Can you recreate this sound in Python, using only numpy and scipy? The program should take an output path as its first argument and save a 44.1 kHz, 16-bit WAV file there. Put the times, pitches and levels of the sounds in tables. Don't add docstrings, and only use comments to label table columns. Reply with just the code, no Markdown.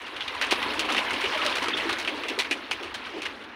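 import sys
import numpy as np
from scipy import signal
from scipy.fft import rfft, irfft
from scipy.io import wavfile

SR = 44100
rng = np.random.default_rng(int(sys.argv[2]) if len(sys.argv) > 2 else 0)


def int16_out(signal):
    q = np.round(np.clip(np.atleast_2d(signal).T, -1, 1) * 32767)
    wavfile.write(sys.argv[1], SR, q.astype(np.int16))


def volts_from_db(level):
    exponent = np.asarray(level, float) / 20
    return 10 ** exponent


N = 156555

# [Hz, dB per Hz]
RUMBLE_SPECTRUM = [(12, -29), (20, -34), (59, -6.5), (76, -6), (122, -10), (156, -16.5), (165, -83),
                   (210, -66), (360, -120)]
# [Hz, dB per Hz]
TOWN_SPECTRUM = [(100, -75), (170, -9.5), (312, 0), (596, -9.5), (749, -1.5), (1940, -1.5), (4300, -16),
                 (4800, -28), (16000, -44)]
# t/s, peak level/dB, f/Hz
FEATHER_FLICKS = [(0.0169, -36, 8230), (0.4668, -29, 9180), (0.6744, -40, 10300), (0.7367, -28, 8880),
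                  (0.8989, -38, 10200), (1.132, -24.5, 8300), (1.2094, -26.5, 9370), (1.343, -29, 8050),
                  (1.377, -28, 10000), (1.496, -27, 8240), (1.7686, -33, 9210), (2.177, -39, 8580),
                  (2.5344, -31, 9060), (2.5716, -39, 7600), (2.7095, -29, 8290), (3.0284, -61, 8660)]
# t/s, peak level/dB, f/Hz
FEATHER_SLAPS = [(0.572, -20, 2570), (0.588, -20, 1760), (1.001, -25, 2600), (1.139, -18, 2550),
                 (1.214, -14.5, 2000), (1.224, -17, 1890), (1.267, -34, 1070), (1.389, -20, 1320),
                 (1.417, -14.5, 2650), (1.429, -14, 1040), (1.488, -21, 1900), (1.518, -18, 2000),
                 (1.632, -24, 1280), (1.661, -19, 1250), (1.799, -17, 2110), (1.847, -19.5, 1840),
                 (2.009, -22, 1790), (2.099, -34, 2230)]
# t/s, peak level/dB, f/Hz, length/s
THROBS = [(0.457, -28, 282, 0.057), (0.519, -5.5, 370, 0.01), (0.658, -18.5, 335, 0.017),
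          (0.797, -16.5, 330, 0.012), (0.847, -15, 370, 0.01), (0.9, -20.5, 304, 0.048),
          (0.965, -18, 307, 0.022), (1.235, -19.5, 422, 0.034), (1.419, -22, 439, 0.04),
          (1.554, -22, 553, 0.014), (1.68, -16.5, 398, 0.012), (1.741, -21, 337, 0.021),
          (1.841, -20.5, 353.6, 0.088), (1.918, -27.5, 390, 0.042), (2.079, -26.5, 322, 0.2),
          (2.167, -27.5, 416, 0.085), (2.252, -28.5, 450, 0.087), (2.291, -21.5, 343, 0.048),
          (2.377, -19.5, 416, 0.027), (2.504, -20, 307, 0.03), (2.547, -25, 320, 0.045),
          (2.801, -27.5, 366, 0.075), (3.135, -23.5, 335, 0.075), (3.163, -24.5, 340, 0.029)]
# t/s, peak level/dB, f/Hz
DOWNSTROKES = [(0.743, -29, 1094), (0.893, -16.5, 1268), (1.136, -40, 1170), (1.21, -33, 1150),
               (1.27, -25, 1090), (1.321, -21, 867), (1.346, -22, 620), (1.39, -20, 1270),
               (1.419, -21.5, 1107), (1.452, -17.5, 591), (1.471, -22, 1217), (1.507, -17.5, 1014),
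               (1.618, -20.5, 967), (1.654, -26, 1220), (1.89, -23.5, 1170)]
# t/s, level/dB, nearness (bass gain)/dB
FLOCK_PATH = [(0.0, -41.5, -0.5), (0.24, -38.5, -5), (0.6, -30.5, 1), (1.4, -29.5, -0.5), (1.5, -29, 0),
              (2.39, -37, 1.5), (2.51, -39.5, 3.5), (2.87, -40.5, 1.5), (3.07, -39, 2), (3.29, -41.5, 6),
              (3.55, -47.5, 8)]
# [Hz, dB per Hz]
WING_SPECTRUM = [(100, -75), (170, -7), (295, 1), (749, -6.5), (996, -1), (1400, -4), (2840, -4),
                 (7480, -22.5), (16000, -28)]
# t/s, peak level/dB, ring f/Hz, brightness/dB, tail t60/s
WING_CLAPS = [(0.066, -29, 1860, -22, 0.24), (0.164, -24, 3220, -21, 0.19),
              (0.2074, -15.5, 3240, -40, 0.15), (0.2737, -28, 3200, -36, 0.073),
              (0.2797, -17.5, 4000, -25, 0.059), (0.3494, -20, 980, -50, 0.12),
              (0.4401, -17, 2800, -30.5, 0.067), (0.5104, -5, 2760, -10, 0.18),
              (0.5214, -15, 2060, -33, 0.17), (0.6185, -15.5, 1040, -30, 0.036),
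              (0.6255, -20, 2920, -11, 0.089), (0.629, -11, 2900, -30, 0.046), (0.7938, -8, 3860, 2, 0.054),
              (0.7985, -14, 3140, -11, 0.18), (0.849, -21.5, 2160, -24, 0.25),
              (0.8892, -15, 1330, -41, 0.074), (0.9014, -14, 2050, -34, 0.15),
              (0.923, -12.5, 2330, -11, 0.068), (0.9657, -12, 1950, -24, 0.23),
              (0.9889, -15, 2950, -17, 0.078), (1.107, -15, 1980, -24, 0.088),
              (1.1613, -17.5, 1900, -36, 0.076), (1.2414, -14.5, 2750, -40, 0.21),
              (1.3206, -19, 1870, -39, 0.17),
              (1.4493, -15, 2730, -1, 0.077), (1.5547, -13.5, 2880, -6, 0.3),
                 (1.584, -14.5, 1010, -14, 0.039), (1.6257, -15.5, 930, -17, 0.22),
                 (1.893, -14, 1570, -22, 0.23), (1.928, -14, 2050, -12, 0.051),
                 (1.986, -16.5, 2300, -11, 0.33), (2.0493, -16, 2880, -23, .04),
                 (2.0805, -15, 2780, -51, 0.11), (2.2843, -15, 3680, -5, 0.16),
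                 (2.3892, -9.5, 3830, -7, 0.1), (2.394, -9, 2200, -16, 0.2),
                 (2.4463, -22, 1550, -52, 0.087), (2.511, -8.5, 2770, -17, 0.12),
                 (2.7162, -12.5, 2460, -18, 0.14), (2.829, -22, 1210, -18, 0.36),
                 (2.9422, -16.5, 1570, -16, 0.2), (3.0564, -27, 1480, -18, 0.21),
                 (3.18, -30, 837, -30, 0.068), (3.2195, -19, 2450, -17, 0.12),
                 (3.254, -16.5, 1680, -25, 0.13), (3.44, -32, 3280, -18, 0.08)]
# t/s, peak level/dB, ring f/Hz, brightness/dB, tail t60/s
WING_CRACKS = [
    (0.4137, -8.5, 1650, -26, 0.19),
    (0.5245, -9, 960, -32, 0.041),
    (0.9475, -8.5, 1070, -36, 0.06),
    (0.9807, -8.5, 2980, -24, 0.06),
    (1.4635, -7.5, 3160, 9, 0.065),
    (1.684, -10, 1110, -20, 0.072),
    (1.7731, -13, 2960, -19, 0.36),
    (2.0754, -11.5, 2920, -50, .06),
    (2.2362, -15, 2800, -27, 0.1),
    (2.713, -7.5, 1400, -30, 0.027),
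]
# [Hz, dB per Hz]
CLAP_SPECTRUM = [(100, -31), (170, -25), (585, -8), (872, -1), (1350, -3.5), (1760, -3.5), (2780, 0),
                 (9040, -20.5), (16000, -30.5)]
# delay t/s, level/dB
LOFT_ECHOES = [
    (.0041, -11.5),
    (0.014, -9),
    (0.03, -33),
]
# f/Hz, gain/dB
MIC_RIPPLE = [(3300, -2), (4350, -2), (4700, -5.5), (6000, -6), (7500, -11), (9500, -4.5), (13000, -16.5),
              (15500, -7)]


def rms_one(x):
    return x / np.sqrt(np.mean(x ** 2) + 1e-20)


def colour(x, points):
    size = 8192
    f = np.maximum(np.arange(size // 2 + 1) * SR / size, 1)
    hz, db = np.transpose(points)
    level = np.interp(np.log(f), np.log(hz), db)
    cepstrum = irfft(np.log(volts_from_db(level)))
    cepstrum[1:size // 2] *= 2
    cepstrum[size // 2 + 1:] = 0
    return signal.fftconvolve(x, irfft(np.exp(rfft(cepstrum))))[:len(x)]


def drift(rate):
    r = np.exp(-80 * np.pi * rate / SR)
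    slow = signal.lfilter([1], [1, -2 * r, r * r], rng.standard_normal(N // 40 + 2002))[2000:]
    return np.interp(np.arange(N) / 40, np.arange(len(slow)), rms_one(slow - slow.mean()))


def peak(x, hz, width_hz):
    r = np.exp(-np.pi * width_hz / SR)
    feedback = [1, -2 * r * np.cos(2 * np.pi * hz / SR), r * r]
    return signal.lfilter([(1 - r * r) / 2, 0, (r * r - 1) / 2], feedback, x)


def add(out, s, x):
    i = int(s * SR)
    out[i:i + len(x)] += x[:len(out) - i]


def patchy(spectrum, patchy_db, beat_db=0):
    edges = 150 * 2 ** np.arange(0, 7.1, .5)
    white = rng.standard_normal((2, N))
    out = np.zeros(N)
    for k, (lo, hi) in enumerate(zip(edges, edges[1:])):
        band = signal.butter(2, [lo, hi], "band", fs=SR, output="sos")
        beat_share = -0.5 + 2.2 * (k / 13) ** 2
        gain_db = patchy_db * drift(15.2) + beat_db * beat_share
        out += volts_from_db(gain_db) * signal.sosfilt(band, white[k % 2])
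    return rms_one(colour(out, spectrum))


def rumble(flock_db):
    level_db = -56.5 + 0.58 * (flock_db - flock_db.mean()) + 1.6 * drift(16)
    return rms_one(colour(rng.standard_normal(N), RUMBLE_SPECTRUM)) * volts_from_db(level_db)


def town_hum():
    return volts_from_db(-44) * patchy(TOWN_SPECTRUM, patchy_db=2.0)


def squeak():
    start_s, level_db, hz, t60_s, rise_s = 1.734, -15, 3560, .06, .003
    out, t = np.zeros(N), np.arange(SR // 8) / SR
    tone = np.sin(2 * np.pi * hz * t) + .8 * np.sin(2 * np.pi * .92 * hz * t)
    add(out, start_s, volts_from_db(level_db - 60 * t / t60_s) * (1 - np.exp(-t / rise_s)) * tone)
    return out


def feather_bursts(rows, gain_db, t60_s, q):
    out, t = np.zeros(N), np.arange(SR // 10) / SR
    for s, db, hz in rows:
        burst = rng.standard_normal(len(t)) * volts_from_db(-60 * t / t60_s)
        x = colour(peak(burst, hz, hz / q), CLAP_SPECTRUM)
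        add(out, s, volts_from_db(db + gain_db) * x / np.abs(x).max())
    return out


def throbs():
    level_db, rise_s, roughness, sag = -7.5, 0.00067, 0.58, 0.207
    out, t = np.zeros(N), np.arange(SR // 4) / SR
    for s, db, hz, length in THROBS:
        tone = np.sin(2 * np.pi * hz * np.cumsum(1 - sag * t / (t + length)) / SR)
        air = rng.standard_normal(len(t))
        breath = rms_one(peak(peak(air, hz, 190), hz, 190) - 0.22 * peak(air, 2 * hz, 400))
        shape = (1 - np.exp(-t / rise_s)) * np.exp(-(t / length) ** 2)
        add(out, s, volts_from_db(db + level_db) * shape * ((1 - roughness) * tone + roughness * breath))
    return out


def downstrokes():
    swell_s, level_db, q, sag = 0.0075, -10.5, 17, .16
    whistle_db, broad_db = 1, -5.5
    out, t = np.zeros(N), np.arange(SR // 8) / SR
    for s, db, hz in DOWNSTROKES:
        air = rng.standard_normal(len(t))
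        pitch = 1 + sag * (.5 - t / (t + 2 * swell_s))
        whistle = np.sin(2 * np.pi * hz * np.cumsum(pitch) / SR)
        narrow = rms_one(peak(air, hz, hz / q))
        broad = rms_one(colour(air, CLAP_SPECTRUM))
        x = volts_from_db(whistle_db) * whistle + 0.73 * narrow + volts_from_db(broad_db) * broad
        swell = np.e * t / swell_s * np.exp(-t / swell_s)
        add(out, s, volts_from_db(db + level_db) * swell * x)
    return out


def rustles(beat):
    per_s, beat_db, width_hz = 700, 4, 90
    struck = rng.random(N) < per_s * volts_from_db(beat_db * beat) / SR
    force = volts_from_db(2.4 * np.minimum(rng.exponential(1, N), 3.5))
    ticks = struck * force * rng.choice([-1, 1], N)
    patch = rng.integers(0, 30, N)
    out = np.zeros(N)
    for k, hz in enumerate(np.geomspace(500, 5500, 30)):
        ring = peak(ticks * (patch == k) + 1e-18, hz, width_hz * np.sqrt(hz / 1000))
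        out += rms_one(ring) * np.sqrt(hz)
    return rms_one(colour(out, WING_SPECTRUM))


def rush(flock_db, near_db):
    beats_per_s, low_hz, high_hz, treble_follows = 17, 620, 4670, 0.13
    beat = drift(beats_per_s)
    rustle = volts_from_db(-2) * rustles(beat)
    air = patchy(WING_SPECTRUM, patchy_db=2.5, beat_db=0.8 * beat) + rustle
    low = signal.sosfilt(signal.butter(2, low_hz, fs=SR, output="sos"), air)
    high = signal.sosfilt(signal.butter(2, high_hz, "high", fs=SR, output="sos"), air)
    middle = air - low - high
    distance_db = treble_follows * (flock_db - flock_db.max())
    return volts_from_db(flock_db) * (middle + low * volts_from_db(near_db) + high * volts_from_db(distance_db))


def feather_snaps(t, air, tail_s, puff_db, spread):
    spread_s, loss_db, scatter_db, first_size = .01, 30.5, 1.5, 1.2
    when, size = rng.random(8), rng.standard_normal(8)
    when[0], size[0] = 0, first_size
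    snaps = np.zeros(len(t))
    at = (when * spread * spread_s * SR).astype(int)
    np.add.at(snaps, at, volts_from_db(scatter_db * size - loss_db * when) * np.sign(air[:8]))
    for lag, echo_db in LOFT_ECHOES:
        gain = volts_from_db(echo_db + puff_db - 60 * lag / tail_s + 12)
        add(snaps, lag, gain * snaps * (t < spread_s))
    return snaps


def claps(rows, puff_db, spread):
    puff_level_db, puff_rise_s, grain_spread_db = -19, 0.0006, 4
    ring_q, ring_db, overtone_db, broad_db = 3.8, -6.5, 2, -2.5
    treble_db, treble_hz, treble_t60_s = 21, 3700, 0.42
    out, t = np.zeros(N), np.arange(SR // 5) / SR
    high = signal.butter(2, treble_hz, "high", fs=SR, output="sos")
    for s, db, hz, bright_db, tail_s in rows:
        air = rng.standard_normal(len(t))
        snaps = feather_snaps(t, air, tail_s, puff_db, spread)
        grain_db = grain_spread_db * np.repeat(rng.standard_normal(len(t) // 60), 60)
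        fade_db = puff_level_db + puff_db + grain_db - 60 * t / tail_s
        x = snaps + volts_from_db(fade_db) * (1 - np.exp(-t / puff_rise_s)) * air
        other = hz * rng.uniform(1.5, 2.4) ** np.sign(2500 - hz)
        rings = peak(x, hz, hz / ring_q) - volts_from_db(overtone_db) * peak(x, other, other / ring_q)
        treble = volts_from_db(bright_db + treble_db - 60 * t / treble_t60_s) * signal.sosfilt(high, x)
        x = volts_from_db(broad_db) * x + volts_from_db(ring_db) * ring_q * rings + treble
        x = colour(x, CLAP_SPECTRUM)
        add(out, s, volts_from_db(db) * x / np.abs(x).max())
    return out


def scene():
    s, *controls = np.transpose(FLOCK_PATH)
    flock_db, near_db = (np.interp(np.arange(N) / SR, s, c) for c in controls)
    birds = town_hum() + squeak()
    birds += feather_bursts(FEATHER_FLICKS, gain_db=4.5, t60_s=0.093, q=0.68)
    birds += feather_bursts(FEATHER_SLAPS, gain_db=-3, t60_s=0.053, q=4.0)
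    birds += throbs() + downstrokes() + rush(flock_db, near_db)
    birds += claps(WING_CRACKS, puff_db=-4, spread=0.25)
    birds += claps(WING_CLAPS, puff_db=0, spread=1.0)
    low_cut = signal.butter(8, 211.6, "high", fs=SR, output="sos")
    return (signal.sosfilt(low_cut, birds) + rumble(flock_db))[None]


def low_pass(x):
    return signal.sosfilt(signal.butter(12, 16940, fs=SR, output="sos"), x)


def record(dry):
    limit, top_hz = .7, 16800
    x = limit * np.tanh(colour(dry[0], MIC_RIPPLE)[None] / limit)
    x = signal.sosfilt(signal.cheby2(12, 70, top_hz, fs=SR, output="sos"), x)
    return low_pass(x)


dry = scene()
out = record(dry)
int16_out(out)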